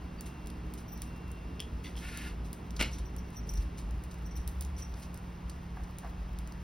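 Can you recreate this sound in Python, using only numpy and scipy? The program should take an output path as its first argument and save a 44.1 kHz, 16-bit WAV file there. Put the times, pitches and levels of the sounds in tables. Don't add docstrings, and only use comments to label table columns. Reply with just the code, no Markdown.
import sys
import numpy as np
from scipy import signal
from scipy.fft import rfft, irfft, next_fast_len
from scipy.io import wavfile

SR = 44100
rng = np.random.default_rng(int(sys.argv[2]) if len(sys.argv) > 2 else 0)


def wrap_up_sound(samples):
    columns = np.atleast_2d(samples).T
    tamed = np.clip(columns, -1, 1)
    steps = np.round(tamed * 32767).astype(np.int16)
    wavfile.write(sys.argv[1], SR, steps)


N = 292378
TIME = np.arange(N) / SR
SIZE = next_fast_len(N, real=True)
FREQS = np.maximum(np.arange(SIZE // 2 + 1) * SR / SIZE, 1)

# start_s, tick_db, midrange_db
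TICKS = [(0.2088, -34, -65), (0.46, -49, -54), (0.4713, -40.5, -49), (0.5015, -44.5, -48.5),
         (0.7377, -34.5, -61), (0.976, -43.5, -63), (1.019, -31, -48), (1.316, -42, -65),
         (1.603, -37, -40.5), (2.174, -32, -49), (2.53, -33.5, -48), (2.707, -43.5, -50), (2.811, -35, -41),
         (2.8238, -30, -39), (3.1646, -40.5, -54), (3.304, -49, -61), (3.5378, -38, -54), (3.909, -49, -52),
         (4.0375, -38.5, -71), (4.142, -49, -57), (4.4764, -28, -75), (4.6096, -28.5, -65),
         (4.6225, -37, -61), (4.6491, -43, -48), (4.999, -48, -60), (5.1429, -38.5, -64),
         (5.1752, -44, -54), (5.4973, -43.5, -46), (5.8363, -52, -56), (5.9852, -35.5, -54),
         (6.3876, -42, -48), (6.4746, -46, -51.5), (6.5226, -54, -51.5)]
# start_s, level_db, t60_s, upper_mode_db
BELL_STRIKES = [(.881, -53, .11, 3), (.92, -53, .08, 9), (.93, -52, .11, 8), (.948, -59, .14, 3),
                (.971, -56, .13, -6), (.995, -59, .15, 2), (1.07, -64, .15, 5), (2.931, -42, .07, -12),
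                (3.056, -53, .13, -1), (3.183, -48, .07, -1), (3.278, -61, .1, -8), (3.359, -50, .11, -12),
                (3.368, -45.5, .12, -1), (3.4915, -33.5, .045, -10), (3.506, -50, .09, 5),
                (3.533, -54, .1, -6), (3.554, -44, .1, -6), (3.574, -47, .07, -9), (3.598, -53, .09, -12),
                (4.254, -54, .05, -8), (4.261, -48, .08, 0), (4.31, -49, .09, -20), (4.354, -51, .1, 1),
                (4.364, -44, .07, 1), (4.397, -56, .12, -8), (4.765, -51, .11, -10), (4.785, -53, .1, -5),
                (4.822, -38, .055, -24), (4.845, -49, .09, -24)]
# pitch_hz, level_db
BELL_MODES = [(5772, 0), (5880, -18), (6060, -22), (14298, 0)]


def ticks(tick_gain_db=8, tap_gain_db=18, rebound_s=0.0021, crush_s=.0013, crumble_s=.007):
    # frequency_hz, gain_db
    spectrum = [(6000, 0), (9500, 0), (12500, -2), (15500, -2)]

    def contact(rows):
        hits = strikes(rows, spread_db=.5)
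        rebound = from_db(-13) * np.interp(TIME - rebound_s, TIME, hits)
        crush, crumble = (signal.lfilter([1], [1, -np.exp(-1 / (decay_s * SR))], hits + 1e-18)
                          for decay_s in (crush_s, crumble_s))
        grains = grit(12000, spread_db=2.5)
        return hits + rebound + grains * (from_db(-8) * crush + from_db(-27) * crumble)
    tick = cut(contact([(s, db) for s, db, _ in TICKS]), hz=5800, kind="high")
    tap = resonate(contact([(s, db) for s, _, db in TICKS]), [(5330, 5100, 0)])
    return colour(from_db(tick_gain_db) * tick + from_db(tap_gain_db) * tap, spectrum)


def scuffs(slide_s=0.019, slide_db=-22, clump_db=1.0):
    # start_s, rise_s, length_s, fine_db, coarse_db
    skids = [(0.256, .002, 0.028, -51.5, -69), (0.774, .004, 0.032, -54, -62),
             (1.835, 0.0022, 0.068, -56.5, -62), (1.962, .002, 0.067, -54.5, -59),
             (2.443, .002, 0.034, -60, -65), (2.762, 0.0024, 0.0098, -48, -43),
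             (2.907, .01, 0.062, -57, -54.5), (2.982, 0.0013, 0.011, -49.5, -57),
             (3.324, .004, 0.039, -62, -66), (3.465, .008, 0.069, -60, -73),
             (3.571, .002, 0.0093, -52, -49), (3.604, .006, 0.03, -54, -65),
             (3.772, 0.0096, 0.029, -48.5, -55), (4.109, 0.0022, 0.015, -57, -56),
             (4.18, .002, .01, -58, -70), (4.367, 0.0045, 0.016, -50, -59),
             (4.777, 0.0027, 0.034, -51.5, -60), (4.938, 0.00094, 0.0072, -62, -51),
             (4.948, 0.026, 0.079, -58, -64), (5.018, 0.016, 0.022, -50, -50),
             (5.4955, 0.0017, 0.0082, -52.5, -50), (5.84, .001, 0.0063, -65, -61)]
    sand_spectrum = [(500, -22), (2000, 2.5), (4500, 3.5), (9500, 4.5), (15000, -4.5)]
    sand = rms_one(colour(grit(5000, spread_db=2.5), sand_spectrum))
    gravel = rms_one(resonate(grit(5000, spread_db=2.5), [(3640, 1360, 0.16), (5930, 2300, 2)]))
    fine = strokes([(s, slide_s, db + slide_db) for s, db, _ in TICKS], rise_s=0.0015)
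    coarse = np.zeros(N)
    for s, rise, length, fine_db, coarse_db in skids:
        push = strokes([(s, length, 0)], rise_s=rise)
        fine += from_db(fine_db) * push
        coarse += from_db(coarse_db) * push
    return (sand * fine + gravel * coarse) * from_db(clump_db * drift(90))


def bell(rise_s=0.0006, detune_hz=8, upper_t60_ratio=1.1, flicker_db=-0.8):
    age = np.arange(SR // 4) / SR
    out = np.zeros(N + len(age))
    for s, db, t60, upper_db in BELL_STRIKES:
        start = int(s * SR)
        for hz, mode_db in BELL_MODES:
            is_upper = hz > 2 * BELL_MODES[0][0]
            decay = from_db(-60 * age / (t60 * upper_t60_ratio ** is_upper))
            envelope = from_db(db + mode_db + upper_db * is_upper) * (1 - np.exp(-age / rise_s)) * decay
            pitch = hz + detune_hz * rng.standard_normal()
            out[start:start + len(age)] += envelope * np.sin(2 * np.pi * pitch * age)
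    return out[:N] * from_db(flicker_db * drift(60))


def pellet(clatter_s=0.016, clatter_db=-17, tumble_db=-17, t60_share=0.2):
    clatter = rms_one(resonate(grit(4300, spread_db=-1), [(7900, 2000, 0.77), (10300, 690, -1.8)]))
    shell = [(BELL_MODES[0][0], 60, 0), (BELL_MODES[-1][0], 70, 2)]
    shimmer = rms_one(resonate(grit(700, spread_db=2), shell))
    rolls = [(s, clatter_s, db + clatter_db) for s, db, _, _ in BELL_STRIKES]
    tumbles = [(s, t60_share * t60, db + tumble_db) for s, db, t60, _ in BELL_STRIKES]
    return clatter * strokes(rolls, rise_s=0.0013) + shimmer * strokes(tumbles, rise_s=.004)


def scrape(rise_s=0.0023, catch_s=0.0087, run_out_s=0.066, run_out_db=-18.5, wander_share=.008):
    # start_s, level_db
    catches = [(2.792, -34), (2.7992, -29.5), (2.8088, -24), (2.8237, -33.5)]
    # frequency_hz, density_db
    spectrum = [(200, -0.5), (350, -3), (600, -5), (950, -6), (1230, -10), (1600, -9), (2150, -3),
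                (2900, -6.5), (4000, -8.5), (5000, -14), (5800, -14), (7000, -7), (10000, -21),
                (15000, -28)]
    # centre_hz, width_hz, gain_db
    body = [(1450, 117, 2.5), (1840, 46, 0), (2210, 220, 5), (2540, 120, 2), (2780, 210, 4.5),
            (3220, 80, 0), (4020, 310, -3), (5550, 200, -7)]
    grip = strokes([(s, catch_s, db) for s, db in catches], rise_s)
    run_out = strokes([(s, run_out_s, db + run_out_db) for s, db in catches], rise_s)
    broad = rms_one(cut(colour(grit(6000, spread_db=2), spectrum), hz=149, kind="high"))
    dull = cut(broad, hz=4500, kind="low", order=1)
    ringing = rms_one(wander(resonate(grit(7000, spread_db=3), body), wander_share * drift(25)))
    bite_spectrum = [(700, -12), (2200, 5), (4000, 3), (7000, -18), (15000, -25)]
    bite = rms_one(colour(grit(2500, spread_db=-1), bite_spectrum))
    return (from_db(-2) * (broad * grip + from_db(-3) * dull * run_out)
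            + from_db(-4) * ringing * (grip + run_out)
            + from_db(-8) * bite * grip ** 2 / grip.max())


def hose_knocks(gain_db=-3):
    # start_s, level_db
    knocks = [(1.5957, -35), (1.602, -30.5), (1.6055, -34), (1.611, -40), (1.6155, -44), (1.6215, -44),
              (1.624, -43), (1.955, -41), (1.971, -41.5), (1.977, -42), (1.99, -41)]
    # pitch_hz, level_db, t60_s
    modes = [(2780, -7, .012), (3170, -5, .014), (3330, -1, .017), (3800, -14, .008), (4800, -9, .008),
             (5300, -3, .012)]
    ringing = sum(from_db(db + gain_db) * ring(strikes(knocks, spread_db=3.5), hz, t60)
                  for hz, db, t60 in modes)
    return cut(cut(ringing, hz=2400, kind="high", order=4), hz=4800, kind="low")


def hose_squeaks(gain_db=-1):
    # start_s, length_s, level_db
    catches = [(1.843, 0.011, -45.5), (1.856, 0.011, -49), (1.8665, 0.006, -41.5), (1.875, 0.018, -51)]
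    # centre_hz, width_hz, gain_db
    body = [(2050, 100, 4.5), (2740, 99, 2), (3490, 115, 3), (4590, 70, 1), (5800, 80, -5)]
    squeak = rms_one(resonate(grit(3100, spread_db=6.0), body))
    return from_db(gain_db) * squeak * strokes(catches, rise_s=0.00055)


def hose_drag(start_s=1.989, attack_s=0.055, hold_s=0.23, release_s=0.072, level_db=-48.5, jerk_db=-1):
    # centre_hz, width_hz, gain_db
    body = [(1440, 50, 1.5), (1766, 50, 4), (1910, 50, -2), (2110, 110, 0), (2700, 280, -0.5),
            (3900, 90, -7), (4400, 100, -6), (5450, 360, -18)]
    slips = grit(11000, spread_db=3)
    bending = wander(resonate(slips, body), share=0.0125 * drift(9.26))
    hiss = from_db(-15.5) * cut(slips, hz=1307, kind="high")
    sliding = rms_one(cut(bending + hiss, hz=8900, kind="low"))
    sand = rms_one(resonate(grit(1600, spread_db=4.0), [(3180, 780, 2), (10700, 5200, -2)]))
    pull = ramp(start_s, attack_s) - ramp(start_s + attack_s + hold_s, release_s)
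    return from_db(level_db + jerk_db * drift(45)) * pull * (sliding + from_db(-12) * sand)


def puffs():
    # start_s, length_s, level_db
    bursts = [(5.768, 0.013, -45.5), (5.797, 0.019, -56), (6.028, 0.031, -49.5), (6.044, 0.043, -50)]
    # centre_hz, width_hz, gain_db
    body = [(720, 82, -1), (1164, 110, -8), (1600, 146, -11.5)]
    return rms_one(resonate(rng.standard_normal(N), body)) * strokes(bursts, rise_s=0.0012)


def rustle(level_db=-69, patchy_db=3):
    spectrum = [(1000, 14), (3000, 0.89), (5500, 10.5), (9000, 3.8), (15000, 7.5)]
    grains = colour(grit(2500, spread_db=3.5), spectrum)
    return from_db(level_db) * rms_one(grains * from_db(patchy_db * drift(30)))


def yard(x, gain_db=-6, first_wall_s=0.0087, t60_s=.29):
    age = TIME - first_wall_s
    tail = cut(diffuse(), hz=12000, kind="low", order=1) * (age > 0) * from_db(-60 * age / t60_s)
    tail = tail[:, :SR] / np.sqrt(np.sum(tail ** 2) / 2)
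    return from_db(gain_db) * signal.fftconvolve(x[None], tail, axes=1)[:, :N]


def bird(crest_s=.196, length_s=0.029, pitch_hz=4610, fall_hz_per_s=3000, level_db=-58):
    pitch = pitch_hz - fall_hz_per_s * (TIME - crest_s)
    return from_db(level_db) * swell(crest_s, length_s) * tone(pitch)


def rumble(pitch_hz=57.27, wander_hz=3.506, wander_db=3, boom_db=-45.5, skirt_db=-48):
    # crest_s, length_s, rise_db, pitch_shift_hz
    swells = [(0.114, 0.23, 3, 6), (1.765, 0.075, 7.5, -0.5), (2.357, 0.18, 8, -0.5), (2.813, 0.11, 14, -4),
              (3.022, 0.13, 8.5, -1), (3.18, 0.069, 6.5, 1), (3.428, 0.077, 5.5, -8),
              (3.585, 0.11, 14, -7.5), (3.675, 0.043, 10.5, 0.5), (3.927, 0.18, 9, -2),
              (4.265, 0.05, 6, -0.5), (4.387, 0.074, 10, 4.5), (4.516, 0.056, 7, 5), (4.934, 0.063, 6, 6),
              (5.798, 0.12, 7, -4.5), (6.13, 0.079, 5, -3.5), (6.297, 0.21, 7, -4.5)]
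    # frequency_hz, density_db
    spectrum = [(15, -14), (27, 1), (35, -13), (46, -1.5), (68, 8), (82, -2.5), (115, -6.5), (160, -15),
                (400, -76), (2000, -100)]
    rise_db = sum(db * swell(s, length) for s, length, db, _ in swells)
    bend_hz = sum(hz * swell(s, length) for s, length, _, hz in swells)
    boom = tone(pitch_hz + bend_hz + wander_hz * drift(16.16)) * from_db(wander_db * drift(20))
    skirt = rms_one(colour(rng.standard_normal(N), spectrum))
    return from_db(boom_db + rise_db) * boom + from_db(skirt_db + 0.46 * rise_db) * skirt


def low_note(start_s=4.42, hold_s=0.33, fade_s=0.062, pitch_hz=67, rise_hz_per_s=9.8, level_db=-37):
    pitch = pitch_hz + rise_hz_per_s * np.clip(TIME - start_s, 0, hold_s)
    held = ramp(start_s, fade_s) - ramp(start_s + hold_s, fade_s)
    return from_db(level_db) * held * tone(pitch)


def machine(drone_db=-53, fade_start_s=3.3, fade_db_per_s=3.5, whine_hz=2735, whine_db=-75):
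    # pitch_hz, level_db, width_hz
    lines = [(136.8, -56, 1.23), (175.7, -51, 1.4)]
    # centre_hz, width_hz, gain_db
    body = [(230.3, 14.8, 2), (309.5, 10.5, 0), (345.5, 16, -7.5), (428, 82, -10)]
    # crest_s, length_s, rise_db
    swells = [(.36, 0.66, 9.2), (1.3, 0.65, 12.2), (3.6, 1.2, 4.8)]

    def line(hz, width_hz):
        waver = from_db(1.1 * drift(7))
        return tone(hz + width_hz * drift(8.5)) * waver
    fade_db = fade_db_per_s * np.maximum(TIME - fade_start_s, 0)
    drone = from_db(drone_db - fade_db) * rms_one(resonate(diffuse(), body))
    hum = sum(from_db(db) * line(hz, width) for hz, db, width in lines)
    rise_db = sum(db * swell(s, length) for s, length, db in swells)
    return hum + drone + from_db(whine_db + rise_db) * line(whine_hz, width_hz=5)


def air(level_db=-48.5):
    # frequency_hz, density_db
    spectrum = [(90, 0.5), (120, -4), (200, -7), (250, -11), (330, -12), (520, -18), (1000, -15.5),
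                (1500, -22), (2600, -27), (4000, -34), (5800, -36), (8000, -43), (11000, -47), (15000, -50)]
    return from_db(level_db) * rms_one(cut(colour(diffuse(), spectrum), hz=70.6, kind="high", order=4))


def diffuse():
    # frequency_hz, side_db
    side_levels = [(60, -40), (130, -27), (250, -18), (500, -4.5), (1000, -1), (1700, -4), (2600, -39),
                   (15000, -6.5)]
    mid, side = rng.standard_normal((2, N))
    width = from_db(over_hz(side_levels))
    total = np.sqrt(1 + width ** 2)
    return shape(mid, 1 / total) + shape(side, width / total) * [[1], [-1]]


def grit(per_s, spread_db):
    sizes = from_db(spread_db * np.minimum(rng.exponential(1, N), 4)) * rng.choice([-1, 1], N)
    return rms_one(sizes * (rng.random(N) < per_s / SR))


def strikes(rows, spread_db):
    s, db = np.transpose(rows)
    out = np.zeros(N)
    out[np.round(s * SR).astype(int)] = from_db(db + spread_db * rng.standard_normal(len(s)))
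    return out


def ring(clicks, hz, t60):
    r, w = from_db(-60 / (t60 * SR)), 2 * np.pi * hz / SR
    return signal.lfilter([0, np.sin(w)], [1, -2 * r * np.cos(w), r * r], clicks + 1e-18)


def resonate(x, body):
    out = 0
    for k, (hz, width, db) in enumerate(body):
        r = np.exp(-np.pi * width / SR)
        gain = (-1) ** k * from_db(db) * (1 - r * r) / 2
        out = out + signal.lfilter([gain, 0, -gain], [1, -2 * r * np.cos(2 * np.pi * hz / SR), r * r], x)
    return out


def tone(pitch_hz):
    return np.sqrt(2) * np.sin(2 * np.pi * np.cumsum(pitch_hz) / SR)


def wander(x, share):
    return np.interp(TIME + np.cumsum(share) / SR, TIME, x)


def drift(rate_hz, size=4096):
    hz = np.arange(size // 2 + 1) * SR / N
    slow = irfft(rfft(rng.standard_normal(size)) / (1 + (hz / rate_hz) ** 2), size)
    return np.interp(np.arange(N) * (size - 1) / N, np.arange(size), rms_one(slow))


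def strokes(rows, rise_s):
    out = np.zeros(N)
    for s, length, db in rows:
        age = np.maximum(TIME - s, 0)
        out += from_db(db) * (1 - np.exp(-age / rise_s)) * np.exp(-np.minimum((age / length) ** 2, 50))
    return out


def swell(crest_s, length_s):
    return np.exp(-np.minimum((2 * (TIME - crest_s) / length_s) ** 2, 50))


def ramp(start_s, length_s):
    return np.clip((TIME - start_s) / length_s, 0, 1)


def colour(x, points):
    return shape(x, from_db(over_hz(points)))


def shape(x, gain):
    return irfft(rfft(x, SIZE) * gain, SIZE)[..., :N]


def cut(x, hz, kind, order=2):
    return signal.sosfilt(signal.butter(order, min(hz, .45 * SR), kind, fs=SR, output="sos"), x + 1e-18)


def over_hz(points):
    hz, value = np.transpose(points)
    return np.interp(np.log(FREQS), np.log(hz), value)


def from_db(db):
    return 10 ** (np.asarray(db) / 20)


def rms_one(x):
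    return x / np.sqrt(np.mean(x ** 2) + 1e-20)


def scene():
    sharp = ticks()
    soft = scuffs() + puffs()
    bumped = hose_knocks() + hose_squeaks() + hose_drag() + bell() + pellet() + scrape()
    echoes = yard(from_db(-3) * soft + from_db(-7) * (sharp + bumped))
    return sharp + soft + bumped + echoes + rustle() + bird() + rumble() + low_note() + machine() + air()


def record(dry, cutoff_hz=15800):
    # frequency_hz, left_lead_rad
    phase = [(1800, 0), (2400, .6), (3200, .3), (4000, .1), (4500, .7), (5000, 0), (6000, 1.4), (7000, 3.0),
             (7700, 3.3), (9900, 6.2), (11400, 6.4), (13000, 9.2), (14000, 9.6), (16000, 12.5)]
    # frequency_hz, left_minus_right_db
    balance = [(90, 0), (170, -1.35), (270, -3.5), (600, -2.5), (1300, 0.5)]
    half = np.array([[1], [-1]]) / 2
    ports = np.exp(1j * half * over_hz(phase)) * from_db(half * over_hz(balance))
    return cut(shape(dry, ports), cutoff_hz, "low", order=36)


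dry = scene()
out = record(dry)
wrap_up_sound(out)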